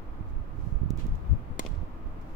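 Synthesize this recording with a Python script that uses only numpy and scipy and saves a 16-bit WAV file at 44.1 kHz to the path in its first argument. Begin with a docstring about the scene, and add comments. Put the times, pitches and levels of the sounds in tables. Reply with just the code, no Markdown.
"""A paddle game on a fenced outdoor court, heard from ground level through two microphone ports.
Traffic and machinery hum throughout, while wind buffets the ports in turn and soles brush the court.
From 0.9 s small ticks sound close by, and a distant stroke arrives as a soft splash of echoes.
Near 1.3 s an eddy flutters across the left port. At 1.6 s the ball cracks and rings close by,
and the walls answer with slaps, two hollow thuds and a grainy wash that dies into the traffic."""
import sys
import numpy as np
from scipy import signal
from scipy.fft import rfft, irfft
from scipy.io import wavfile
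from scipy.ndimage import uniform_filter1d

SR = 44100
rng = np.random.default_rng(int(sys.argv[2]) if len(sys.argv) > 2 else 0)


def unload_audio(sound):
    """Save the sound as a 16-bit wav file, at the path given as the first command line argument."""
    columns = np.transpose(np.atleast_2d(sound))
    # keep every value between -1 and 1, then stretch to whole-number steps
    steps = np.round(np.clip(columns, -1, 1) * 32767)
    wavfile.write(sys.argv[1], SR, steps.astype(np.int16))


N = 103635
T = np.arange(N) / SR
HZ = np.fft.rfftfreq(N, 1 / SR)
IMPULSE = 1. * (T == 0)


def amp(db):
    """Decibels to gain."""
    return 10 ** (np.asarray(db) / 20)


def panned(db, pan_db):
    """Gains for the two ports, the left pan_db above the right."""
    return amp([[db + pan_db / 2], [db - pan_db / 2]])


def unit(x):
    """Scales to rms 1."""
    return x / np.sqrt(np.mean(x ** 2) + 1e-20)


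def read(points, hz):
    """Reads a curve on a log-frequency axis."""
    f, value = np.transpose(points)
    return np.interp(np.log(hz + 1), np.log(f + 1), value)


def add(mix, s, sound):
    """Mixes a sound in at time s."""
    part = mix[..., round(s * SR):][..., :sound.shape[-1]]
    part += sound[..., :part.shape[-1]]


def noise(db, channels=2):
    """Noise with a given density (dB per Hz)."""
    return irfft(rfft(rng.standard_normal((channels, N))) * amp(db), N) * np.sqrt(SR / 2)


def colour(x, points, tilt=0, size=2048):
    """Minimum-phase EQ; tilt (dB per octave) tips the treble around 3 kHz."""
    hz = np.fft.rfftfreq(size, 1 / SR)
    octaves = np.log2(np.maximum(hz, 1000) / 3000)
    log_gain = np.log(amp(read(points, hz) + tilt * octaves))
    mirrored = np.concatenate([log_gain, log_gain[-2:0:-1]])
    taps = np.fft.ifft(np.exp(np.conj(signal.hilbert(mirrored)))).real
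    return signal.fftconvolve(x, taps[None] if x.ndim > 1 else taps)[..., :x.shape[-1]]


def burst(t60, swell=0):
    """Dense reflections of energy 1 at each port, swelling and then dying."""
    attack = np.minimum((T + 1 / SR) / (swell + 1 / SR), 1)
    decay = amp(-60 * np.maximum(T - swell, 0) / t60)
    x = rng.standard_normal((2, N)) * attack * decay
    return x / np.linalg.norm(x, axis=1, keepdims=True)


# Bed of traffic and air (frequency [Hz], density [dB per Hz])
TRAFFIC_SPECTRUM = [(20, -56.5), (120, -72.5), (300, -77.5), (400, -81), (700, -82.5), (1150, -83.5),
                    (1600, -92.5), (2500, -99), (4000, -110), (6000, -116), (9500, -122), (13000, -117),
                    (16000, -118)]
# Stereo image of the bed (frequency [Hz], correlation of the ports [-1..1])
TRAFFIC_IMAGE = [(50, 0.88), (250, 0.84), (600, 0.26), (1100, -0.24), (2000, 0.084), (8000, -0.24)]
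# Slow swell of the traffic (time [s], level [dB])
TRAFFIC_SWELL = [(0, 0), (.5, -1), (.9, -.5), (1.25, 0.8), (1.8, 0), (2.35, 0.9)]
# Machinery tones (frequency [Hz], width [Hz], level [dB])
HUM_TONES = [(249.5, 10, -61.5), (315.3, 36, -59), (500.2, 6, -68), (1240, 2.1, -70)]


def city(pan_db=0.2):
    """Far traffic, centred in the bass and wide above, with the faint hum of building machinery."""
    left, unrelated = rfft(noise(read(TRAFFIC_SPECTRUM, HZ)))
    correlation = read(TRAFFIC_IMAGE, HZ)
    right = correlation * left + np.sqrt(1 - correlation ** 2) * unrelated
    roar = irfft(np.array([left, right]), N)
    swell = amp(np.interp(T, *np.transpose(TRAFFIC_SWELL)))
    hum = 0
    for hz, width, db in HUM_TONES:
        peak_db = -20 * np.log10(1 + (2 * (HZ - hz) / width) ** 2)
        hum += amp(db) * unit(noise(peak_db, channels=1))
    return roar * swell * panned(0, pan_db) + hum


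# Wind rumble (frequency [Hz], relative level [dB])
WIND_SPECTRUM = [(8, 1.5), (30, 4), (80, -1.5), (150, -9.5), (300, -32), (600, -43.5), (1500, -79)]
# Gust envelope at each port (time [s], level [dB])
GUSTS_LEFT = [(0, -70), (.27, -39.5), (.42, -45.5), (.68, -56), (.8, -40), (.98, -47), (1.12, -26),
              (1.22, -32.5), (1.35, -26), (1.44, -48.5), (1.52, -33.5), (1.7, -52), (1.9, -53), (2.35, -45)]
GUSTS_RIGHT = [(0, -42.5), (.14, -39.5), (.32, -31.5), (0.531, -38.5), (.6, -29.5), (.8, -28.5),
               (1.06, -26), (1.198, -41), (1.38, -31), (1.52, -49.5), (1.62, -42), (1.69, -31), (1.83, -28),
               (1.922, -54), (2.062, -33), (2.15, -52), (2.35, -47)]


def wind(skew=0.3):
    """Lopsided turbulence, unrelated at the two ports."""
    flow = unit(noise(read(WIND_SPECTRUM, HZ)))
    lopsided = unit(flow + skew * (np.sqrt(1 + flow ** 2) - np.sqrt(2)))
    return lopsided * amp([np.interp(T, *np.transpose(port)) for port in (GUSTS_LEFT, GUSTS_RIGHT)])


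# Single wind pops (time [s], bump level [dB], half width [s], port [0 left, 1 right])
WIND_POPS = [(.21, -17, 0.0022, 1), (0.368, -17, 0.0079, 1), (.6, -19, 0.0054, 1), (.589, -27, 0.00097, 1),
             (0.668, -21.5, 0.0018, 1), (0.674, -16, 0.0027, 1), (0.7258, -14, 0.0025, 1),
             (0.7574, -11.5, 0.0061, 1), (0.818, -14, 0.0018, 1), (.834, -14.5, 0.0013, 1),
             (0.861, -11, 0.0024, 1), (0.9065, -10.5, 0.0013, 1), (.936, -22.5, 0.0011, 1),
             (.987, -22.5, 0.0013, 1), (1.0, -24, 0.0019, 1), (1.047, -22.5, 0.00152, 1),
             (1.055, -23.5, .001, 1), (1.064, -17, 0.0016, 1), (1.514, -20, 0.0022, 0),
             (1.715, -18.5, 0.002, 1), (1.816, -19.5, 0.0026, 1), (1.833, -26, 0.0012, 1),
             (2.06, -20.5, 0.0041, 1)]


def buffets(suction=0.26, spread=3.3, front=0.75):
    """Each buffet is a steep-fronted pressure bump inside a wider suction, on one port only."""
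    out = np.zeros((2, N))
    for s, db, half, port in WIND_POPS:
        u = (T - s) / half
        bump = np.exp(-np.where(u < 0, u / front, u) ** 2)
        out[int(port)] += amp(db) * (bump - suction * np.exp(-(u / spread) ** 2))
    return out


def eddy(peak_s=1.3165, peak_hz=64.2, octaves_per_s=24.9, flutter_db=-11.5, churn_db=-24, churn_hz=220):
    """A strong eddy flutters faster and faster across the left port and breaks into churning air."""
    t = np.clip(T - peak_s, -.15, .15)
    turns = peak_hz * (2 ** (octaves_per_s * t) - 1) / (octaves_per_s * np.log(2))
    flutter = np.cos(2 * np.pi * turns) + 0.27 * np.cos(4 * np.pi * turns)  # the octave sharpens crests
    flutter *= np.exp(-(t / np.where(t < 0, 0.02, 0.028)) ** 2)  # quick build, slower fade
    churn = unit(noise(-20 * np.log10(1 + (HZ / churn_hz) ** 4), channels=1))[0]
    churn *= np.exp(-((t - 0.012) / 0.013) ** 2)  # crests 12 ms after the flutter
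    return np.array([amp(flutter_db) * flutter + amp(churn_db) * churn, np.zeros(N)])


# Shoe scuff cues (centre time [s], half length [s], gain [dB], left over right [dB])
SCUFF_CUES = [(.293, 0.015, 0.5, 2), (0.66, 0.072, 3.5, 4), (1.157, 0.018, 2, 0), (1.3, .04, -2.5, -1),
              (2.218, 0.007, 2.5, 0), (2.322, .06, 1.5, -1)]
# Hiss of a sole (frequency [Hz], density [dB per Hz])
SCUFF_SPECTRUM = [(1500, -118), (4000, -112), (7000, -115), (10000, -123), (15000, -122)]


def scuffs():
    """Soles brush the court in faint swells of hiss."""
    envelope = sum(panned(db, pan) * np.exp(-.5 * ((T - s) / half) ** 2)
                   for s, half, db, pan in SCUFF_CUES)
    return noise(read(SCUFF_SPECTRUM, HZ)) * envelope


# Tick cues (time [s], gain [dB], left over right [dB])
TICK_CUES = [(0.9048, 4, 1), (0.975, -2.5, 2), (1.0672, -3, 0.5), (1.1546, -8.5, 2), (2.214, -17.5, -8)]
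# Thin, bright tone of a tick (frequency [Hz], gain [dB])
TICK_EQ = [(1000, -41), (2400, -39), (3300, -26), (4400, -31), (5400, -26), (7000, -26), (9500, -38),
           (13500, -31), (16000, -35)]


def ticks(t60=0.021):
    """Tiny dry clicks close to the microphone, equal parts spike and noisy tail."""
    out = np.zeros((2, N))
    for s, db, pan in TICK_CUES:
        click = (IMPULSE + burst(t60)) / np.sqrt(2)
        add(out, s, colour(click, TICK_EQ) * panned(db, pan))
    return out


# Tone of the distant stroke (frequency [Hz], gain [dB])
FAR_EQ = [(300, -12.5), (1200, -19.5), (2200, -12), (3200, -13), (5000, -21), (7500, -23.5), (10000, -33.5),
          (16000, -36.5)]


def far_stroke(start_s=0.97, swell_s=0.027, splash_t60=0.27, linger_t60=0.97, linger_db=-7):
    """A stroke at the far end, heard through its reflections: a splash and a lingering tail."""
    reflections = burst(splash_t60, swell_s) + amp(linger_db) * burst(linger_t60, swell_s)
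    out = np.zeros((2, N))
    add(out, start_s, colour(reflections, FAR_EQ))
    return out


# Tone of the court's reverb (frequency [Hz], gain [dB])
WASH_EQ = [(200, -5.5), (700, -6), (1500, -14.5), (3300, -16), (7500, -20), (11000, -30), (16000, -30)]
# Its decay, shorter in the treble (frequency [Hz], t60 [s])
WASH_DECAY = [(200, 0.89), (2500, 0.75), (7000, 0.49), (15000, 0.39)]


def court_wash(hit_s, pan_db=1, build_s=0.07, grain_db=2):
    """The court returns the close hit as a grainy wash that builds and dies."""
    grains = amp(grain_db * unit(uniform_filter1d(rng.standard_normal(N), size=90)))
    hz, t, bands = signal.stft(rng.standard_normal((2, N)) * grains, SR, nperseg=256)
    decay = amp(-60 * t / read(WASH_DECAY, hz)[:, None])
    tail = signal.istft(bands * decay, SR)[1][:, :N]
    tail *= 1 - .5 * np.exp(-T / build_s)
    tail /= np.linalg.norm(tail[0])
    out = np.zeros((2, N))
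    add(out, hit_s, colour(tail, WASH_EQ) * panned(0, pan_db))
    return out


# Slapback off the walls (time [s], gain [dB], t60 [s], treble tilt [dB per octave])
SLAP_CUES = [(1.6115, -20, .012, 7), (1.6255, -20, 0.01, 5), (1.6395, -28, .01, 11), (1.6502, -7, 0.02, -1),
             (1.6638, 1, 0.027, 0.5), (1.688, -24, 0.01, 9), (1.751, -19, 0.04, 0)]
# Tone of a slap (frequency [Hz], gain [dB])
SLAP_EQ = [(100, -1), (250, 4), (600, 3), (1000, -6.5), (1500, -23.5), (2400, -11), (3100, -7.5),
           (4500, -19), (5600, -17), (8000, -30), (15000, -44)]


def wall_slaps(pan_db=2, smear=1.3, ring_db=-7):
    """The walls return the close hit as separate smeared slaps that carry the ring of the ball."""
    slaps = np.zeros((2, N))
    for s, db, t60, tilt in SLAP_CUES:
        slap = (smear * burst(t60) - IMPULSE) / np.hypot(1, smear)
        add(slaps, s, colour(slap, SLAP_EQ, tilt) * panned(db, pan_db))
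    ringing = signal.fftconvolve(slaps, ball_ring()[None])[:, :N]
    return slaps - amp(ring_db) * ringing


# Thuds under the strongest slaps (time [s], gain [dB])
THUD_CUES = [(1.6503, -2.5), (1.6636, -9)]
# Hollow tone of a thud (frequency [Hz], gain [dB])
THUD_EQ = [(60, -2), (200, 8), (500, 3.5), (850, -3), (1500, -26), (4000, -50)]


def wall_thuds():
    """The bass of the hit comes back unscattered in the two strongest reflections."""
    out = np.zeros((2, N))
    for s, db in THUD_CUES:
        add(out, s, -amp(db) * colour(IMPULSE, THUD_EQ))
    return out


# Modes of the ball (frequency [Hz], level [dB], t60 [s])
BALL_MODES = [(253, -34, 0.019), (590, -35.5, 0.031), (1042, -27, 0.052), (2095, -29, 0.024),
              (2466, -33.5, 0.017), (2970, -38, 0.024), (3324, -36, 0.036), (3540, -32.5, 0.034),
              (4080, -31, 0.028), (5520, -35.5, 0.021), (6370, -33, 0.023), (6900, -30.5, 0.023),
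              (7330, -35, 0.034)]


def ball_ring():
    """The struck ball rings briefly in damped sine modes."""
    return sum(amp(db - 60 * T / t60) * np.sin(2 * np.pi * hz * T) for hz, db, t60 in BALL_MODES)


# Punch of the pressure front (frequency [Hz], gain [dB])
FRONT_EQ = [(60, -7), (250, 14), (600, 12), (1300, -0.5), (1800, -6), (2400, -7.5), (4000, -3), (5000, -13),
            (7500, -3.5), (10000, -14), (13000, -12), (16000, -14)]
# Brittle crack of contact (frequency [Hz], gain [dB])
CRACK_EQ = [(1500, -24), (3500, -8), (5000, -15), (7500, -6), (10000, -15), (13000, -13), (16000, -16)]
# Scatter off the ground and the microphone's housing (frequency [Hz], gain [dB])
SCATTER_EQ = [(150, -10), (600, -11), (1500, -15), (3500, -5), (5000, -10), (7500, -6), (11000, -11),
              (16000, -22)]
# Shading of the right port against the left (frequency [Hz], gain [dB])
SHADOW_EQ = [(200, 0), (700, 0), (1100, -4), (2100, 2), (3500, -6.5), (7000, -6), (10000, -8), (14000, -14)]


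def close_hit(hit_s, right_lag_s=.00036, crack_t60=.008, scatter_t60=0.023):
    """Paddle meets ball: a sharp front, a crack and a ring; the right port is later and shaded."""
    front = -colour(IMPULSE, FRONT_EQ)
    crack = colour(burst(crack_t60)[0], CRACK_EQ)
    scatter = colour(burst(scatter_t60), SCATTER_EQ)
    left, right = front + crack + ball_ring() + scatter
    out = np.zeros((2, N))
    add(out[0], hit_s, left)
    add(out[1], hit_s + right_lag_s, colour(right, SHADOW_EQ))
    return out


def scene(hit_s=1.5939):
    """The game over a bed of city and wind."""
    stroke = close_hit(hit_s) + court_wash(hit_s) + wall_slaps() + wall_thuds()
    return stroke + far_stroke() + ticks() + scuffs() + city() + wind() + buffets() + eddy()


def record(dry):
    """A steep linear-phase high cut at 16.3 kHz."""
    taps = signal.firwin(301, 16300, window=("kaiser", 9), fs=SR)
    edge = len(taps) // 2
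    padded = np.pad(dry, ((0, 0), (edge, edge)), "edge")
    return signal.oaconvolve(padded, taps[None], "valid")


dry = scene()
out = record(dry)
unload_audio(out)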